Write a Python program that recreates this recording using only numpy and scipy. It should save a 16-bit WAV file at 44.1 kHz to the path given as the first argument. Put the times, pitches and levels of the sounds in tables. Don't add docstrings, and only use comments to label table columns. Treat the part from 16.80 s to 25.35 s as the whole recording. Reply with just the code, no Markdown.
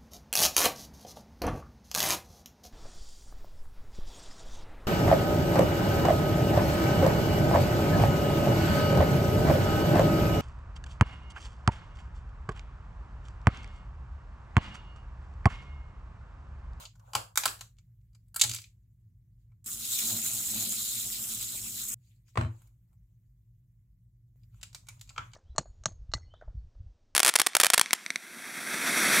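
import sys
import numpy as np
from scipy import signal
from scipy.fft import rfft, irfft, next_fast_len
from scipy.io import wavfile
from scipy.ndimage import uniform_filter1d, map_coordinates

SR = 44100
rng = np.random.default_rng(int(sys.argv[2]) if len(sys.argv) > 2 else 0)


def store_wav(level_fs):
    pcm = np.round(np.clip(np.atleast_2d(level_fs), -1, 1) * 32767)
    wavfile.write(sys.argv[1], SR, pcm.T.astype(np.int16))


def attenuation_scalar(level_db):
    decades = np.asarray(level_db, float) / 20
    return 10 ** decades


N = 377055


def unit(x):
    return x / np.sqrt(np.mean(x ** 2) + 1e-20)


def along(points, hz):
    f, v = np.transpose(points)
    return np.interp(np.log(hz + 1), np.log(f + 1), v)


def curves(rows):
    s, *cols = np.transpose(rows)
    return [np.interp(np.arange(N) / SR, s, c) for c in cols]


def wobble(rate):
    knots = rng.standard_normal(int(N * rate / SR) + 4)
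    return map_coordinates(knots, [np.arange(N) * rate / SR])


def swells(rows, fall_db):
    now = np.arange(N) / SR
    return np.sqrt(sum(attenuation_scalar(db - fall_db * ((now - s) / half) ** 2) ** 2 for s, half, db in rows))


# frequency in Hz, likeness from -1 to 1.
LIKENESS = [(60, 0.99), (110, 1), (200, 0.97), (380, 0.61), (700, -0.54), (1290, -0.25), (2380, 0.21),
            (4400, -0.04), (8120, 0.58), (12000, .5), (15000, 0.55)]


def paired(pair, spectrum):
    length = pair.shape[1]
    m = next_fast_len(length + 4096)
    hz = np.fft.rfftfreq(m, 1 / SR)
    turn = np.arccos(np.clip(along(LIKENESS, hz), -1, 1)) / 2
    coloured = rfft(pair, m) * attenuation_scalar(along(spectrum, hz))
    mid, side = irfft(coloured * [np.cos(turn), np.sin(turn)], m)[:, :length]
    return np.array([mid + side, mid - side])


def rush(spectrum, patchy_db, grain_db=0, grains=300, drift_db=0):
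    z = signal.stft(rng.standard_normal((2, N)), nperseg=256)[2]
    raw = rng.standard_normal((2, *z.shape[1:]))
    field = uniform_filter1d(uniform_filter1d(raw[0], 6, 0), 8, 1)
    drift = uniform_filter1d(raw[1], size=5, axis=0)
    for _ in range(2):
        drift = uniform_filter1d(drift, size=50, axis=1)
    gain = attenuation_scalar(patchy_db * unit(field) + drift_db * unit(drift))
    pair = signal.istft(z * gain, nperseg=256)[1][:, :N]
    return unit(paired(pair * attenuation_scalar(grain_db * wobble(grains)), spectrum))


def band(x, lo_hz, hi_hz):
    return signal.sosfilt(signal.butter(4, [lo_hz, hi_hz], "band", fs=SR, output="sos"), x)


def add(track, s, sound):
    part = track[:, round(s * SR):][:, :sound.shape[1]]
    part += sound[:, :part.shape[1]]


# frequency in Hz, seconds to fade by 60 dB.
KITCHEN_FADE = [(300, 0.31), (2000, 0.26), (6000, 0.26), (14000, 0.3)]


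def room(hit):
    hz, t, z = signal.stft(rng.standard_normal((2, SR // 2)), SR, nperseg=256)
    tail = signal.istft(z * attenuation_scalar(-60 * t / along(KITCHEN_FADE, hz)[:, None]), SR, nperseg=256)[1]
    tail = paired(tail, [(100, 0)])
    m = next_fast_len(tail.shape[1] + 2048)
    colour = np.sqrt(np.abs(uniform_filter1d(np.abs(rfft(hit, m)) ** 2, size=m // 60)))
    padded = np.pad(tail, ((0, 0), (300, 0)))
    answer = irfft(rfft(padded, m) * colour, m) / np.linalg.norm(tail[0])
    gather = 1 - np.exp(-(np.arange(m) / SR / 0.004) ** 2)
    return (answer * gather)[:, :SR * 2 // 5]


# frequency in Hz, relative strength in dB per Hz.
HUM_COLOUR = [(24, -42.5), (38, -6.5), (49, 0.5), (60, -6.5), (75, -13), (102, -2), (118, 0), (131, -6.5),
              (140, -21), (172, -13.5), (208, -31.5), (241, -28.5), (347, -44.5), (367, -44), (450, -45.5),
              (580, -80), (990, -120)]
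# frequency in Hz, relative strength in dB per Hz.
HISS_COLOUR = [(300, -19.5), (480, -8), (680, -1), (1050, -5.5), (1500, -3.5), (2070, -1.5), (2500, -7),
               (5500, -7), (7200, -2.5), (9000, -7.5), (12500, -3.6), (14400, 1), (16000, -5.5)]
# start in seconds, hum in dB, hiss in dB at the start, fading of the hiss in dB per second.
ROOM_TONE = [(0, -58.5, -77, 1.5), (2.861, -58.5, -81, -4), (5.14, -60, -77, 2), (7.559, -55.5, -75.5, 7)]
# pitch in Hz, middle peak level in dB.
MOTOR_TONES = [(333.8, -92.5), (683.7, -100), (1044, -101), (2013, -105)]


def background():
    now = np.arange(N) / SR
    row = np.searchsorted([start for start, *_ in ROOM_TONE[1:]], now)
    start, hum_db, hiss_db, fading = np.transpose(ROOM_TONE)[:, row]
    motors = 0
    for hz, db in MOTOR_TONES:
        level = attenuation_scalar(db + 1.2 * wobble(8.3))
        motors = motors + level * np.sin(2 * np.pi * hz * now + 1.7 * wobble(8.3))
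    hum = attenuation_scalar(hum_db) * rush(HUM_COLOUR, patchy_db=0.05)
    hiss = attenuation_scalar(hiss_db - fading * (now - start)) * rush(HISS_COLOUR, patchy_db=2.0)
    return hum + hiss + motors


# strongest moment in seconds, half length in seconds, rustle in dB, rubbing in dB above the rustle.
HAND_STROKES = [(0.0, 0.073, -50, -0.8), (0.366, 0.17, -67.5, 9), (2.62, .04, -79, -23),
                (5.293, 0.11, -70, -25), (5.496, 0.037, -66.5, -21), (5.604, 0.084, -63.5, -16.5),
                (5.72, 0.087, -72.5, -1), (5.812, 0.13, -69.5, -5.5), (6.12, 0.064, -90.5, 8),
                (7.78, 0.068, -71.5, -6.5), (7.902, 0.089, -77, -5), (8.03, 0.12, -74, -6),
                (8.166, 0.09, -70, -7), (8.33, 0.12, -70, -3.5), (8.442, 0.13, -68, -7.5)]
# frequency in Hz, relative strength in dB per Hz.
RUSTLE_COLOUR = [(1000, -39.5), (1700, -14), (2330, -4.5), (3020, -6.5), (4530, -6), (5760, -10.5),
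                 (6870, 0), (8980, -11.5), (12500, -9.5), (15500, -12.5)]
# frequency in Hz, relative strength in dB per Hz.
RUB_COLOUR = [(350, -30), (550, -4.5), (1000, 0.5), (1500, -9.5), (2000, -33)]


def hands():
    fall_db = 15
    rustle = swells([(s, half, db) for s, half, db, _ in HAND_STROKES], fall_db)
    rub = swells([(s, half, db + rub_db) for s, half, db, rub_db in HAND_STROKES], fall_db)
    rustling = rustle * rush(RUSTLE_COLOUR, patchy_db=2.5, grain_db=0.5, grains=610)
    rubbing = rub * rush(RUB_COLOUR, patchy_db=3.5, grain_db=-0.5, grains=47)
    return rustling + rubbing


# start in seconds, peak of the crackle in dB, then, in dB against
# that peak, the panels; the loudest panel pitch in Hz; the treble in dB against the crackle peak.
SNAP_EVENTS = [(0.036, -58, 12, 1010, 2), (0.0524, -34.5, -32, 2300, -17), (0.1535, -53, -7, 1040, -7),
               (0.195, -53.5, -7, 1260, -10), (0.3504, -14, 0.5, 990, -4), (0.5737, -6.5, -8.5, 1899, -1),
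               (0.635, -20, -7, 1250, -24.5), (0.655, -11, -4.5, 960, -5.5),
               (0.6774, -21.5, -25, 2300, -38), (0.8088, -28, -14, 1330, -8.5),
               (0.9848, -47.5, -10.5, 2184, -12), (1.2108, -68.5, -24, 2300, -11.5),
               (1.3482, -50.5, -12, 1500, -7), (1.482, -63.5, -13.5, 2300, 0),
               (1.5603, -23.5, -9, 1335, 4.5), (1.6124, -2.2, -30.5, 900, -9.5),
               (1.6361, -12, -16, 855, -9), (1.694, -18, -27, 2300, -5.5), (1.7128, -22, -24.5, 1500, -12),
               (1.735, -26.5, -20, 1500, -6), (1.7456, -24, -24.5, 1300, -4),
               (1.7614, -26, -26.5, 2200, -16), (1.7848, -32.5, -16, 2200, -29),
               (1.8167, -38.5, -26, 2200, -9), (1.8392, -41, -24, 2200, -32.5), (2.7183, -67, 1, 1480, -16),
               (5.4807, -57.5, -12.5, 1357, -6.5), (5.818, -60.5, 2.5, 1103, 4.5),
               (5.8721, -60, -10, 1100, 2), (6.129, -71, 2.5, 901, 10), (7.6332, -56.5, -20.5, 2300, -18.5),
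               (7.7428, -60, 1, 1120, -26.5), (7.8295, -28.5, -15, 2140, -10),
               (7.9467, -27.5, -14, 2200, -12), (8.085, -28.5, -12, 2200, -8),
               (8.211, -31.5, -18.5, 1270, -8.5), (8.2918, -36.5, -20, 2300, -18),
               (8.3037, -49.5, 3.5, 900, -4.5), (8.3787, -26, 3.5, 1500, -36),
               (8.5337, -38, -7, 2300, -23.5)]
# frequency in Hz, gain in dB.
CLICK_COLOUR = [(300, 2.5), (5800, 4.5), (6700, 7), (7900, 8), (8700, -4.5), (13500, -5.5), (16000, -11.5)]
# middle pitch in Hz, middle level in dB, seconds to fade by 60 dB.
BOX_MODES = [(2370, -1, .018), (3130, -1.5, 0.0089), (4050, 3.5, 0.0059), (4780, 9.5, 0.004),
             (7400, -9, 0.0086), (7450, 0.5, .008)]
# pitch in Hz, level in dB when struck, seconds to fade by 60 dB.
FACE_MODES = [(847, -11.5, 0.075), (1063, -3.5, 0.033), (1343, -4.5, 0.049), (1480, -1.5, 0.016),
              (2300, 0, 0.043)]


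def snaps(wet_db=-6):
    t60_s, t60_spread = .038, 0.093
    body_hz, body_rise = 2000, .025
    face_fall_db = 15.5
    track, t = np.zeros((2, N)), np.arange(SR // 8) / SR
    for s, db, panel_db, panel_hz, treble_db in SNAP_EVENTS:
        slips = np.repeat(rng.standard_normal(len(t) // 16 + 1), 16)[:len(t)]
        fade = attenuation_scalar(-60 * t / (t60_s * np.exp(t60_spread * rng.normal())))
        shape = (1 - np.exp(-t / .0003)) * fade
        nearby = [[1], [.45]]
        noise = paired(rng.standard_normal((2, len(t))) * nearby, CLICK_COLOUR)
        burst = noise * attenuation_scalar(4 * slips) * shape
        modes = 0
        for hz, level, life in BOX_MODES:
            ring = attenuation_scalar(level + rng.normal(0, 3) - 60 * t / life)
            modes = modes + ring * np.sin(2 * np.pi * hz * rng.normal(1, .03) * t)
        rung = burst + .03 * signal.fftconvolve(burst, modes[None], axes=1)[:, :len(t)]
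        edge = attenuation_scalar(0.33 * (treble_db + 14))
        low_hz = body_hz * 2 ** (-body_rise * (panel_db + 17))
        body = band(rung, low_hz, 5900) + edge * band(rung, 5300, 9600)
        faces = 0
        for hz, level, life in FACE_MODES:
            struck_db = level - face_fall_db * abs(np.log2(hz / panel_hz)) + rng.normal(0, 1.4)
            faces = faces + attenuation_scalar(struck_db - 60 * t / life) * np.sin(2 * np.pi * hz * t)
        mono = burst.sum(0)
        panel = 0.064 * band(signal.fftconvolve(mono, faces)[:len(t)], 700, 5000)
        panel += 0.69 * band(mono, 550, 3600)
        treble = band(burst, 8600, 16500)
        sound = body / np.abs(body).max() + attenuation_scalar(panel_db) * panel / np.abs(panel).max()
        sound = attenuation_scalar(db) * (sound + attenuation_scalar(treble_db) * treble / np.abs(treble).max())
        add(track, s, sound)
        add(track, s, attenuation_scalar(wet_db) * room(sound.mean(0)))
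    return track


# start in seconds, ring level in dB, slap in dB above that level.
THUD_EVENTS = [(0.348, -37, -12), (0.655, -48, -12.5), (1.643, -38.5, 5), (1.694, -39, -7),
               (5.5733, -17, 2), (5.611, -20.5, -3), (5.634, -29.5, -4.5), (5.648, -24, -14),
               (8.379, -41.5, 3)]
# pitch in Hz, middle level in dB, seconds to fade by 60 dB.
COUNTER_MODES = [(95, -0.5, 0.22), (113.5, -0.5, 0.3), (239, -12.5, 0.16), (331.6, -20.5, 0.28),
                 (638, -15.5, .08), (1080, -22, 0.071), (1500, -30, .06), (2400, -32, .06),
                 (3080, -34.5, 0.11), (4050, -35, 0.14), (7780, -42.5, .08)]
# frequency in Hz, relative strength in dB per Hz.
SLAP_COLOUR = [(300, -19), (500, -5.5), (750, -0.5), (1200, 0.5), (1800, -11.5), (2600, -14), (4000, -23.5),
               (6000, -32), (7800, -27.5), (12000, -46), (16000, -73)]


def thuds(wet_db=-3.5):
    slap_t60_s = 0.022
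    track, t = np.zeros((2, N)), np.arange(SR // 2) / SR
    for s, db, slap_db in THUD_EVENTS:
        ring = 0
        for hz, level, t60 in COUNTER_MODES:
            fade = attenuation_scalar(level + rng.normal(0, 1.5) - 60 * t / t60)
            ring = ring + fade * np.sin(2 * np.pi * hz * t)
        ring *= attenuation_scalar(db) * (1 - np.exp(-t / 0.0079))
        near, wide = rng.standard_normal(len(t)), rng.standard_normal((2, len(t)))
        centre = paired(np.array([near, 0 * near]), SLAP_COLOUR)
        slap = unit(paired(wide, SLAP_COLOUR) + 0.46 * centre)
        slap *= attenuation_scalar(db + slap_db - 60 * t / slap_t60_s) * (1 - np.exp(-t / 0.00034))
        add(track, s, slap)
        add(track, s + 0.0052, ring * attenuation_scalar([[.6], [-.6]]))
        add(track, s, attenuation_scalar(wet_db) * room(slap.mean(0)))
    return track


def gurgle(per_s=600):
    count = int(per_s * N / SR)
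    start, pitch, size, pan = rng.random((4, count))
    hz, t = (520 + 450 * pitch)[:, None], np.arange(900) / SR
    life = t * hz / 8
    blips = np.sin(2 * np.pi * hz * t * (1 + 0.016 * life))
    blips *= life * np.exp(-life * 3) * (0.1 + size[:, None])
    where = ((start * N).astype(int)[:, None] + np.arange(900)).ravel()
    sides = [np.bincount(where, (blips * side[:, None]).ravel())[:N] for side in (pan, 1 - pan)]
    return unit(np.array(sides))


# from and to, both in seconds.
TAP_HEARD = (2.8605, 5.1435)
# time in seconds, level in dB.
JET_FLOW = [(2.87, -37.5), (2.98, -41.5), (3.13, -32.5), (3.4, -31), (3.42, -32.5), (3.62, -36),
            (3.79, -34.5), (4.27, -38), (4.49, -35.5), (4.71, -39.5), (5.1, -37.5), (5.13, -35)]
# middle in seconds, swell of the spray in dB.
JET_SPLATS = [(3.057, 4), (3.191, 5.5), (3.37, 4), (3.78, 0.5), (4.33, 4.5), (5.091, 3.5)]
# middle in seconds, half length in seconds, ring in dB above the flow.
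BOX_FILLS = [(3.14, 0.11, -6), (3.6, 0.14, -11), (4.04, .2, -6), (4.35, 0.023, -6.5), (4.62, 0.072, -6.5),
             (4.8, 0.053, -9.5), (4.99, 0.046, -7.5)]
# middle in seconds, half length in seconds, gurgle in dB.
WATER_SLOSHES = [(3.24, 0.053, -58), (3.33, 0.084, -54), (3.5, 0.2, -60.5), (3.77, 0.1, -56),
                 (3.88, 0.089, -59.5), (4.27, 0.029, -61), (4.45, 0.16, -65.5), (4.75, 0.017, -60.5),
                 (4.86, 0.068, -66.5)]
# frequency in Hz, relative strength in dB per Hz.
SPRAY_COLOUR = [(3240, -48), (5500, -6.5), (6010, -11), (6550, 0), (7690, 3), (8750, -5), (10100, -4),
                (11800, -6.5), (13900, -3), (15200, -5.5), (16000, -25)]
SPLASH_COLOUR = [(620, -62), (1050, -12), (1350, -5.5), (1690, -13), (2350, -7.5), (3420, -6), (3600, -10),
                 (4680, -58), (7920, -120)]
BOX_COLOUR = [(2060, -31), (3400, -10.5), (3750, -6), (3950, -5), (4200, -6), (4520, -9.5), (5600, -14),
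              (7280, -38.5), (12300, -120)]
SINK_COLOUR = [(41, -45), (70, -21), (107, 4), (151, -9), (225, 5), (265, -10.5), (317, -6), (394, -10.5),
               (450, -33.5), (580, -55), (990, -120)]


def tap():
    spray_db, splash_db = 1.5, -16.5
    splash_follows = 0.69
    still_gurgle_db, still_drum_db = -73, -58
    slosh_drum_db = 8.5
    flow_db, = curves(JET_FLOW)
    now = np.arange(N) / SR
    running = (now > TAP_HEARD[0]) & (now < TAP_HEARD[1])
    mean_db = flow_db[running].mean()
    slosh = swells(WATER_SLOSHES, fall_db=14.5)
    surge = wobble(30) + sum(db * np.exp(-((now - s) / 0.0062) ** 2) for s, db in JET_SPLATS)
    spray = rush(SPRAY_COLOUR, patchy_db=1.5, grain_db=1.5, grains=350, drift_db=1.4)
    water = attenuation_scalar(flow_db + spray_db + surge) * spray
    splash_level_db = mean_db + splash_db + splash_follows * (flow_db - mean_db)
    splash = rush(SPLASH_COLOUR, patchy_db=3.5, grain_db=0.0, grains=250, drift_db=0.56)
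    water += attenuation_scalar(splash_level_db + 0.64 * surge) * splash
    box = rush(BOX_COLOUR, patchy_db=2.3, grain_db=1.0, grains=170, drift_db=-0.83)
    water += swells(BOX_FILLS, fall_db=2) * attenuation_scalar(flow_db + 0.95 * surge) * box
    water += np.hypot(attenuation_scalar(still_gurgle_db), slosh) * gurgle()
    drum = np.hypot(attenuation_scalar(still_drum_db), attenuation_scalar(slosh_drum_db) * slosh)
    water += drum * rush(SINK_COLOUR, patchy_db=0.0)
    return water * running


def scene():
    return background() + hands() + snaps() + thuds() + tap()


def suppress(x, knee_db=-92, depth_db=-9):
    hz, _, z = signal.stft(x, SR, nperseg=512)
    power = uniform_filter1d(uniform_filter1d((np.abs(z) ** 2).mean(0), 9, 0), 3, 1)
    gain = attenuation_scalar(depth_db) + (1 - attenuation_scalar(depth_db)) * power / (power + attenuation_scalar(knee_db) ** 2)
    gain[hz < 350] = 1
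    return signal.istft(z * gain, SR, nperseg=512)[1][:, :N]


def roll_off(x):
    return signal.sosfilt(signal.butter(12, 17010, fs=SR, output="sos"), x)


def record(dry):
    bottom_hz, top_hz = 38.46, 15850
    ahead_samples, ahead_db = 769, -16.5
    low_cut = signal.butter(6, bottom_hz, "high", fs=SR, output="sos")
    high_cut = signal.cheby1(12, .3, top_hz, fs=SR, output="sos")
    heard = suppress(signal.sosfilt(np.vstack([low_cut, high_cut]), dry))
    ahead = np.pad(heard[:, ahead_samples:], ((0, 0), (0, ahead_samples)))
    return roll_off(heard + attenuation_scalar(ahead_db) * ahead)


dry = scene()
out = record(dry)
store_wav(out)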